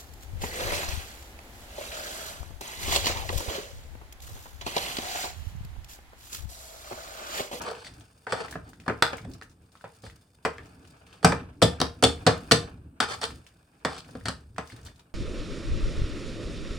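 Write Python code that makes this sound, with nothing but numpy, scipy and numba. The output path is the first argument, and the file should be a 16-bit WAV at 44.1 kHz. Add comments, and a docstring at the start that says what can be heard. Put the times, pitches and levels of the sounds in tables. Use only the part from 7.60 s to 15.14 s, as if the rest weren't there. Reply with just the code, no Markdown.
"""Clanks, scrapes, crunches and small wet pops: a steel masher works through potatoes in a saucepan.
Place: a glass hob in a small tiled kitchen; a phone's two microphone ports hear it at an arm's length.
Blows push damped modes of pan, wires and hob, with a dull knock and a late cooker boom; gritty noise
scrapes and rubs through the same modes, broadened; air pockets ring for a few cycles.
Eight linked delays answer as tiles, over the faint shaped noise of the room's air."""
import sys
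import numpy as np
from scipy import signal
from scipy.fft import rfft, irfft
from scipy.io import wavfile
from scipy.ndimage import uniform_filter1d
from numba import njit

SR = 44100
rng = np.random.default_rng(int(sys.argv[2]) if len(sys.argv) > 2 else 0)


def store_pcm(level_fs):
    """Save levels as 16-bit WAV."""
    pcm = np.round(np.clip(level_fs, -1, 1) * 32767).astype(np.int16)
    wavfile.write(sys.argv[1], SR, np.atleast_2d(pcm).T)


N = 332514  # samples

# Levels in the tables are those ahead of the microphone.
# Spectrum of the kitchen air: (frequency [Hz], relative density [dB])
AIR = [(15, -46), (25, -14), (80, 5.5), (1060, -23.5), (1880, -39.5), (6730, -42), (8370, -27),
       (10700, -33.5), (11600, -36.5), (15200, -34.5), (16500, -52)]
# Echo paths between the tiles: (delay [ms])
KITCHEN_PATHS_MS = [5.3, 9.1, 13.7, 19.9, 26.3, 33.1, 41.9, 50.3]
# Modes of the hob: (frequency [Hz], width [Hz], level [dB])
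HOB_MODES = [(112.4, 16, 0), (165.4, 41, -2.5), (166.7, 19, 4.5), (215.7, 13, -12), (260, 15, 3.5),
             (366, 24, -30.5)]
# Modes of the saucepan: (frequency [Hz], width [Hz], level [dB])
PAN_MODES = [(424.6, 44, 6), (468.5, 45, 10.5), (525.8, 41.4, 6), (620, 70, 3), (736.7, 64, 3.5),
             (870, 60, 0.5), (1010, 74, 0), (1210, 139, 2), (1470, 148, 1.5), (1704, 140, 1.5),
             (1900, 230, 0), (2053, 180, -3.5), (2320, 130, -4.5), (2510, 390, -8.5)]
# Modes of the masher wires: (frequency [Hz], width [Hz], level [dB])
WIRE_MODES = [(2700, 720, -7.5), (3130, 260, 0.5), (3445, 160, 1), (3555, 98, 4), (3860, 440, -5),
              (4410, 330, 2), (5140, 690, -5), (5960, 210, -4), (6980, 1150, -12.5), (7930, 320, -2.5),
              (9450, 1020, -7), (9580, 390, -15.5), (14400, 1300, -41)]
# The pan shifts on the glass:
# (middle time [s], length [ms], hob level at the height of the move [dB rms], cooker over hob [dB])
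SHUFFLES = [(0.018, 71, -41, -16.5), (.35, 200, -56.5, 5), (1.0, 200, -54.5, 8.5), (1.45, 130, -48, -10),
            (1.68, 240, -43, -2), (2.5, 130, -63, 14), (3.04, 110, -51, -3.5), (3.821, 440, -44.5, -4.5),
            (5.72, 190, -46, -1), (6.62, 230, -52.5, 8.5), (6.78, 220, -54, 5), (6.95, 245, -67.5, 21),
            (7.141, 39, -47.5, 1), (7.251, 200, -57.5, 10.5)]
# The masher works through the mash between blows:
# (time [s], wires dragging on the pan [dB rms], their hiss [dB rms], pan rubbing on the hob [dB rms])
DRAG = [(0.0, -40.5, -62, -65), (0.38, -62, -67.5, -55), (0.68, -70, -67.5, -79), (0.842, -50, -63, -57),
        (1.16, -72.5, -72.5, -56.5), (1.53, -47.5, -62, -53), (1.95, -76, -79, -60.5),
        (2.3, -63.5, -64.5, -77), (2.75, -75.5, -75.5, -68), (3.0, -59, -69, -57), (3.59, -64.5, -72, -63),
        (3.98, -69.5, -76.5, -54.5), (4.89, -57.5, -59.5, -46.5), (5.2, -72, -78, -49),
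        (5.42, -71.5, -99.5, -64), (5.56, -61, -56, -52), (6.07, -70, -78, -72), (6.57, -59.5, -62.5, -57),
        (6.91, -79.5, -77, -85), (7.14, -58.5, -62.5, -57.5), (7.54, -73.5, -85.5, -76)]
# Wires sweep along the pan, levels before the swell (a sweep can start no earlier than 0 s):
# (middle time [s], length [ms], pan level [dB rms], wire hiss over pan [dB], favoured pan pitch [Hz])
STROKES = [(.06, 176, -39, -14, 546), (.08, 80, -48.5, 0.5, 600), (.2, 130, -60, 4, 1500),
           (.265, 63, -57.5, 10, 1950), (0.705, 44, -37.5, -12.5, 604), (.81, 136, -37.5, -11, 805),
           (1.079, 98, -57, -11.5, 800), (2.461, 79, -54, -2, 604), (3.53, 160, -60, -5, 2510),
           (5.432, 35, -27.5, -6.5, 1500), (5.519, 90, -35, -5, 900), (5.64, 45, -32.5, -0.5, 1220),
           (6.33, 149, -44, -5.5, 780), (6.392, 40, -53.5, 5.5, 2460), (7.12, 78, -61.5, -1.5, 2050),
           (7.269, 36, -56.5, 3.5, 1500)]
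# Air pockets burst in the mash: (time [s], peak level [dB], pitch [Hz], decay [cycles])
POPS = [(0.151, -37, 3040, 3), (0.2468, -35, 2280, 2.5), (0.268, -36.5, 1830, 5.7),
        (0.398, -45.5, 7860, 10), (0.409, -43, 3250, 2.1), (0.8828, -34.5, 1820, 2.7),
        (0.9102, -31, 7550, 3.1), (0.9261, -31.5, 1580, 3.3), (0.94, -35, 1690, 3.6),
        (1.092, -44.5, 8500, 4.5), (1.1327, -39.5, 1470, 2), (1.2, -41.5, 2360, 2.4),
        (1.238, -50.5, 1820, 1.9), (1.57, -37, 7280, 5.1), (1.5824, -33.5, 2060, 4.3),
        (1.697, -51, 8220, 4), (1.715, -43, 4410, 3), (1.736, -39, 4670, 5.9), (1.8223, -32.5, 1639, 3.2),
        (1.831, -44.5, 5500, 3), (1.897, -51, 5600, 2.7), (1.915, -52, 4980, 2.7), (2.0196, -59, 8380, 5),
        (2.1194, -51.5, 4370, 3.3), (2.1536, -42, 1220, 2.6), (2.1723, -48.5, 3500, 2.2),
        (2.2107, -43.5, 1410, 2.5), (2.3484, -52, 6050, 0.96), (2.4217, -45, 6500, 3),
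        (2.4659, -35.5, 1530, 1.2), (2.499, -38.5, 1900, 1.9), (3.2744, -45, 4700, 1.2),
        (3.467, -47.5, 2680, 3), (3.5284, -41, 2860, 4.3), (5.7054, -32.5, 1220, 1.4),
        (5.8656, -40.5, 2760, 1.9), (6.38, -33, 3650, 3.4), (6.6104, -44, 1707, 3.3),
        (6.963, -40.5, 1620, 2), (7.0737, -39, 4550, 2), (7.1004, -39.5, 1970, 4.7),
        (7.1214, -39, 1640, 2.3), (7.1665, -48, 3570, 2), (7.1909, -47, 1660, 3.7), (7.2308, -48, 6000, 3),
        (7.2504, -40, 7000, 4.5), (7.264, -39, 4360, 1.9), (7.285, -44, 1680, 4.4),
        (7.3595, -50.5, 4000, 1.8), (7.3946, -44, 3450, 1.8)]
# Masher meets pan, levels before the left/right split; the hob thud is then lifted by HOB_LIFT_DB:
# (time [s], pan ring peak [dB], hob thud over pan [dB], wire clank over pan [dB], rattle decay [ms],
#  favoured pan pitch [Hz], left minus right [dB], dull knock over pan [dB], favoured wire pitch [Hz])
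BLOWS = [(0.667, -26.5, -20, -19, 8, 1320, 0.5, -4, 4400),
         (0.722, -17.5, -17.5, -2, 9.7, 740, 0.5, -11.5, 4400),
         (0.954, -28.5, -6.5, -23, 4.3, 590, -1.5, -6.5, 4400),
         (1.262, -36, -14, -12, 5.3, 714, 3, -6, 4400), (1.279, -16, -9.5, -17.5, 4.3, 1110, 1, -4.5, 4400),
         (1.297, -19.5, -11, -30.5, 1.7, 414, 1, -4.5, 4400),
         (1.4229, -11.5, -30, 3.5, 3.5, 1300, -1, 7, 5610), (1.531, -25.5, -16.5, -8, 1, 694, 2, 1, 3300),
         (1.648, -39, 1, -8, 3.2, 418, -1, -6, 8050), (1.813, -44, -31, 4.5, 0.91, 1490, 0, 6.5, 4430),
         (2.2401, -34, -13, -21, 2.8, 683, -1, 2.5, 3300),
         (2.435, -41.5, -0.5, -10, 9.3, 436, -1, -5, 4430),
         (2.8498, -16, -16.5, -10, 8.6, 1199, 0, 4, 5000), (2.859, -21.5, -20, -20, 3.7, 480, 0, -2, 4600),
         (2.982, -33.5, -17, -11, 0.78, 1900, 1, -1, 3330),
         (3.628, -29.5, -20, -5.5, 11, 560, -3, -7.5, 4030),
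         (3.645, -2, -9.5, -5.5, 4.4, 900, 1, -8.5, 5000), (3.72, -16.5, -19, -12, 4.1, 1110, -2, -5, 4000),
         (4.017, -11, -22, -5.5, 3.2, 486, -2, -7, 3500), (4.023, -8, -4.5, 2.5, 10, 476, 1.5, -12, 3520),
         (4.201, -23.5, -5, 2.5, 1.9, 543, 0.5, -9.5, 3500),
         (4.214, -15, -7.5, 4.5, 1.7, 420, 3, -13.5, 3540),
         (4.425, -12.5, -9.5, -1, 4.1, 606, -2, -10, 3500), (4.4361, -9.5, -6.5, 5, 5, 460, 2, -12, 3500),
         (4.447, -20, -10, 7, 3.8, 460, -0.5, -13, 3500), (4.665, -8.5, -7, 3, 9, 490, -1.5, -14, 3440),
         (4.673, -11, -11.5, 0.5, 3.3, 500, -1.5, -13.5, 3500),
         (4.911, -10, -7, 2.5, 3.4, 1470, -1, -4, 3320), (4.917, -8, -5.5, 6, 3.4, 465, 0.5, -14.5, 3300),
         (5.402, -13, -18.5, 0.5, 5.2, 1510, 3, -2, 4330), (5.614, -30.5, -24, 3.5, 4, 910, -1, -5, 6000),
         (5.631, -22, -32, -4, 7.6, 1257, -2, -13, 4470), (6.248, -14, -14, -7, 5.4, 1115, -1, -6, 4600),
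         (6.487, -45, -8, -13, 6.1, 497, 3, -11, 4400),
         (6.551, -34.5, -1.5, -11.5, 8.8, 530, 0.5, -3.5, 4340),
         (6.655, -23.5, -10, -1, 7.6, 1233, 2, -12, 4600),
         (6.683, -21.5, -9, 2.5, 4.7, 1470, 1.5, -5.5, 4700),
         (6.981, -22.5, -12.5, -5.5, 2.9, 983, 0.5, -3, 5960)]

AIR_DB = -65  # rms
KITCHEN_T60_S, KITCHEN_DAMP, KITCHEN_DB, KITCHEN_WIDE = 0.22, 0.08, -8, 0.89
COOKER_HZ, COOKER_WIDTH_HZ = 77.26, 46
COOKER_BOOM_DB, COOKER_BOOM_MS = -17, 31  # under the hob thud before its lift; time to swell
# Parts shudder on after a blow: (level relative to the blow's peak [dB], rise [ms], t60 [s])
PAN_SHUDDER, WIRE_SHUDDER = (-30.5, 36, 0.54), (-34.5, 35, 0.19)
HOB_SHUDDER, COOKER_SHUDDER = (-11, 51, 0.34), (-28.5, 47, 1)  # relative to the hob thud before its lift
FAINT_POPS_PER_S, FAINT_POP_HZ = 14, 3000  # pitch scatters an octave either way
FAINT_POP_DB, FAINT_POP_SPREAD_DB = 5, 3  # least level over the drag; mean random excess
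CONTACT_MS = 0.8  # time the masher takes to bear down
HOB_LIFT_DB = 1.5
SPLAT_DB, SPLAT_MS = -6, 15.9  # mash under a blow: level relative to the pan ring, decay
KNOCK_WIDTH, KNOCK_CYCLES = 0.32, 4.47  # width as a share of pitch; swings before it is damped
MIC_LOW_HZ, MIC_TOP_HZ = 53.4, 16600
MIC_DIP_HZ, MIC_DIP_WIDTH_HZ = 11830, 1400


def undb(db):
    """Decibels to gain."""
    return 10 ** (np.asarray(db) / 20)


def peak(x, db):
    """Scales to a peak level."""
    return x * undb(db) / np.abs(x).max()


def rms(x, db):
    """Scales to a root-mean-square level."""
    return x * undb(db) / np.sqrt(np.mean(x ** 2))


def ears(left_minus_right_db):
    """Left and right gains of a place."""
    return undb(np.array([[left_minus_right_db], [-left_minus_right_db]]) / 2)


def add(out, s, sound):
    """Mixes a short sound in at s seconds."""
    i = int(s * SR)
    out[:, i:i + sound.shape[1]] += sound[:, :N - i]


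@njit
def ring(push, poles, gains):
    """Damped modes pushed by one force; each ear hears every mode with its own complex gain."""
    out = np.zeros((2, len(push)))
    for m in range(len(poles)):
        z = 0j
        for i in range(len(push)):
            z = z * poles[m] + push[i]
            out[0, i] += (gains[0, m] * z).imag
            out[1, i] += (gains[1, m] * z).imag
    return out


def body(push, modes, scatter_db, detune, wide_hz=900.):
    """Rings scattered modes of a solid body; high modes reach the two ports further out of step."""
    hz, width, db = np.array(modes, float).T
    pitch_chance, level_chance, lead_chance = rng.standard_normal((len(hz), 3)).T
    swing = 2j * np.pi * hz * (1 + detune * pitch_chance)
    poles = np.exp((swing - np.pi * width) / SR)
    lead = np.minimum(hz / wide_hz, 1) * 0.23 * lead_chance  # radians
    sign = (-1.) ** np.arange(len(hz))  # neighbours swing against each other, so little leaks below them
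    level = sign * width * undb(db + scatter_db * level_chance)
    gains = level * np.exp(1j * np.array([lead, -lead]))
    return ring(push + 1e-18, poles, gains)  # the tiny offset keeps the decay out of denormal numbers


def favour(spot_hz, modes=PAN_MODES, slope_db=4.0):
    """The spot touched favours modes near one pitch; others lose slope_db per octave away."""
    return [(hz, width, db - slope_db * abs(np.log2(hz / spot_hz))) for hz, width, db in modes]


def broad(modes):
    """Damping by the mash or by rubbing contact: the same modes, three times as wide."""
    return [(hz, width * 3, db) for hz, width, db in modes]


def gritty(rate, spread_db, size=N):
    """Stick and slip: noise that jumps to a new strength at uneven moments, rate times a second."""
    slip = np.cumsum(rng.random(size) < rate / SR)
    strength = undb(spread_db * rng.standard_normal(size + 1))[slip]
    return rng.standard_normal(size) * uniform_filter1d(strength, size=30)


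def air():
    """Still air of the kitchen: shaped noise, nearly the same left and right in the bass."""
    hz = np.maximum(np.arange(N // 2 + 1) * SR / N, 1)
    table_hz, table_db = np.array(AIR).T
    shape = undb(np.interp(np.log(hz), np.log(table_hz), table_db))
    mid, side = rfft(rng.standard_normal((2, N))) * shape
    side = side * np.minimum(hz / 3200.0, .8)
    return rms(irfft(np.array([mid + side, mid - side]), N), AIR_DB)


@njit
def walls(x, lags, gain, damp):
    """Eight delay lines that feed each other, duller on every round."""
    line, soft, out = np.zeros((8, 4096)), np.zeros(8), np.zeros((2, len(x)))
    for i in range(len(x)):
        total = 0.
        for k in range(8):
            soft[k] += (1 - damp) * (gain[k] * line[k, (i - lags[k]) & 4095] - soft[k])
            total += soft[k]
            out[k % 2, i] += soft[k]
        for k in range(8):
            line[k, i & 4095] = x[i] + soft[k] - total / 4
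    return out


def kitchen(near):
    """Tiles return the sound over eight paths, spread left and right."""
    lags = (np.array(KITCHEN_PATHS_MS) * SR / 1000).astype(np.int64)
    path_gain = undb(-60 * lags / SR / KITCHEN_T60_S)
    tiles = walls(near.mean(axis=0), lags, path_gain, KITCHEN_DAMP)
    # the ports sit close together: echoes differ between them only above the bass
    high = signal.butter(2, 350., "high", fs=SR, output="sos")
    side = signal.sosfilt(high, tiles[0] - tiles[1]) / 2
    return undb(KITCHEN_DB) * (tiles.mean(axis=0) + KITCHEN_WIDE * np.array([side, -side]))


def shifts():
    """Power of hob and cooker while the pan shifts: each move swells and fades."""
    t, hob, cooker = np.arange(N) / SR, np.zeros(N), np.zeros(N)
    for s, length_ms, hob_db, cooker_db in SHUFFLES:
        swell = np.cos(np.pi * np.clip((t - s) * 1000 / length_ms, -.5, .5)) ** 2
        hob += swell * undb(2 * hob_db)
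        cooker += swell * undb(2 * (hob_db + cooker_db))
    return hob, cooker


def shudder(peaks_db, rule):
    """Every blow leaves a tremor that rises quickly and dies away; power at every sample."""
    under_db, rise_ms, t60_s = rule
    t, power = np.arange(N) / SR, np.zeros(N)
    for blow, db in zip(BLOWS, peaks_db):
        since = t[:N - int(blow[0] * SR)]
        rise = 1 - np.exp(-since * 1000 / rise_ms)
        power[N - len(since):] += (undb(db + under_db - 60 * since / t60_s) * rise) ** 2
    return power


def curve(column):
    """One column of the drag table at every sample."""
    table = np.array(DRAG)
    return np.interp(np.arange(N) / SR, table[:, 0], table[:, column])


def drag():
    """Friction and the tremor after each blow keep pan, wires, hob and cooker sounding."""
    _, ring_db, thud_db, clank_db = np.array(BLOWS)[:, :4].T
    hob_shift, cooker_shift = shifts()
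    rub_power = undb(2 * curve(column=3))
    pan_power = undb(2 * curve(column=1)) + shudder(ring_db, PAN_SHUDDER)
    wire_power = undb(2 * curve(column=2)) + shudder(ring_db + clank_db, WIRE_SHUDDER)
    hob_power = rub_power + shudder(ring_db + thud_db, HOB_SHUDDER) + hob_shift
    cooker_power = rub_power + shudder(ring_db + thud_db, COOKER_SHUDDER) + cooker_shift
    # steady sounds at 0 dB, then shaped by their power
    pan = rms(body(gritty(150, 4.1), broad(PAN_MODES), 0, 0), 0) * np.sqrt(pan_power)
    wires = rms(body(gritty(250, 5.0), broad(WIRE_MODES), 0, 0), 0) * np.sqrt(wire_power)
    hob = rms(body(gritty(30, 4.1), broad(HOB_MODES), 0, 0), 0) * np.sqrt(hob_power)
    cooker_mode = [(COOKER_HZ, COOKER_WIDTH_HZ, 0)]
    cooker = rms(body(rng.standard_normal(N), cooker_mode, 0, 0), 0) * np.sqrt(cooker_power)
    return pan + wires + hob + cooker


def faint_pops():
    """Small pockets burst at random, louder while the masher drags harder; rows as in POPS."""
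    when, size, pitch, cycles = rng.random((int(FAINT_POPS_PER_S * N / SR), 4)).T
    drag_db = curve(column=1)[(when * N).astype(int)]
    db = drag_db + FAINT_POP_DB - FAINT_POP_SPREAD_DB * np.log(1 - size)
    hz = FAINT_POP_HZ * 2 ** (2 * pitch - 1)
    return list(zip(when * N / SR, db, hz, 1 + 3 * cycles))


def pops():
    """Each pocket rings a few cycles, gliding up, and spits a little around its pitch."""
    out, t = np.zeros((2, N)), np.arange(SR // 20) / SR
    for s, db, hz, cycles in POPS + faint_pops():
        turns = t * hz
        ping = np.sin(2 * np.pi * turns * (1 + 0.011 * turns)) * np.exp(-turns / cycles)
        spit = signal.lfilter(*signal.iirpeak(hz, 0.8, SR), rng.standard_normal((2, len(t))))
        burst = ping + 0.6 * spit * np.exp(-t / 0.011)
        add(out, s, peak(burst, db) * ears(0.89))
    return out


def strokes():
    """Each sweep swells and fades, gritty, in the colours of pan and wires."""
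    out, ms = np.zeros((2, N)), np.arange(SR // 3) / SR * 1000
    for s, length_ms, pan_db, wire_db, spot_hz in STROKES:
        rub = gritty(500, 3.8, size=len(ms))
        pan = rms(body(rub, broad(favour(spot_hz)), 0, 0), pan_db)
        wires = rms(body(rub, favour(4500., WIRE_MODES, 3.4), 0, 0), pan_db + wire_db)
        swell = np.sin(np.pi * np.minimum(ms / length_ms, 1))
        add(out, max(s - length_ms / 2000, 0), (pan + wires) * swell)
    return out


def blows():
    """A short uneven rattle rings pan and wires; the hob feels a softer push and the cooker booms late."""
    out, ms = np.zeros((2, N)), np.arange(SR // 4) / SR * 1000
    shove = np.gradient(ms * np.exp(-ms / 0.91))
    boom = ms * np.exp(-ms / COOKER_BOOM_MS) * np.sin(2 * np.pi * COOKER_HZ * ms / 1000)
    for s, pan_db, hob_db, wire_db, rattle_ms, spot_hz, side_db, knock_db, wire_hz in BLOWS:
        # the wires touch one by one: a new strength every 32 samples
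        chatter = np.repeat(undb(3.5 * rng.standard_normal(len(ms) // 32 + 1)), 32)[:len(ms)]
        swell = (1 - np.exp(-(ms + 0.05) / CONTACT_MS)) * np.exp(-ms / rattle_ms)
        rattle = rng.standard_normal(len(ms)) * chatter * swell
        # the first contact is one clean tick that wakes all pan modes alike
        at_contact = np.arange(len(ms)) == int(CONTACT_MS * SR / 1000)
        tick = np.sqrt(np.sum(rattle ** 2)) * 1.52 * at_contact
        sound = peak(body(rattle + tick, favour(spot_hz), 1.5, .01), pan_db)

        # the mash squashed under the blow adds a blurred crunch in the damped pan
        squash = (1 - np.exp(-ms / 3.8)) * np.exp(-ms / SPLAT_MS)
        crunch = rng.standard_normal(len(ms)) * chatter * squash
        sound += peak(body(crunch, broad(favour(spot_hz)), 2.4, 0.036), pan_db + SPLAT_DB)

        # dull knock at the touched spot: a few swings and a wide resonance
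        swings = np.minimum(ms * spot_hz / 1000, KNOCK_CYCLES)
        knock = np.sin(2 * np.pi * swings) * np.sin(np.pi * swings / KNOCK_CYCLES) ** 2
        knock = knock + peak(body(rattle, [(spot_hz, KNOCK_WIDTH * spot_hz, 0)], 0, 0), -3.5)
        sound += peak(knock, pan_db + knock_db)

        wire_modes = favour(wire_hz, WIRE_MODES, 3.2)
        sound += peak(body(rattle + 0.29 * tick, wire_modes, 0.99, 0.0048), pan_db + wire_db)
        sound += peak(body(shove, HOB_MODES, 4, 0.0052), pan_db + hob_db + HOB_LIFT_DB)
        sound += peak(boom, pan_db + hob_db + COOKER_BOOM_DB)
        add(out, s, sound * ears(side_db))
    return out


def scene():
    """The work at the pan, its echo off the tiles, and the air."""
    near = drag() + pops() + strokes() + blows()
    return near + kitchen(near) + air()


def record(dry):
    """The microphone drops the deep bass and dips in the treble; peaks are rounded and the top is cut."""
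    b, a = signal.iirnotch(MIC_DIP_HZ, MIC_DIP_HZ / MIC_DIP_WIDTH_HZ, SR)
    heard = signal.lfilter(b, a, signal.lfilter(b, a, dry))  # the dip applies twice
    heard = signal.sosfilt(signal.butter(2, MIC_LOW_HZ, "high", fs=SR, output="sos"), heard)
    rounded = np.tanh(1.399 * heard) / 1.167
    return signal.sosfilt(signal.ellip(10, .2, 80, MIC_TOP_HZ, fs=SR, output="sos"), rounded)


dry = scene()
out = record(dry)
store_pcm(out)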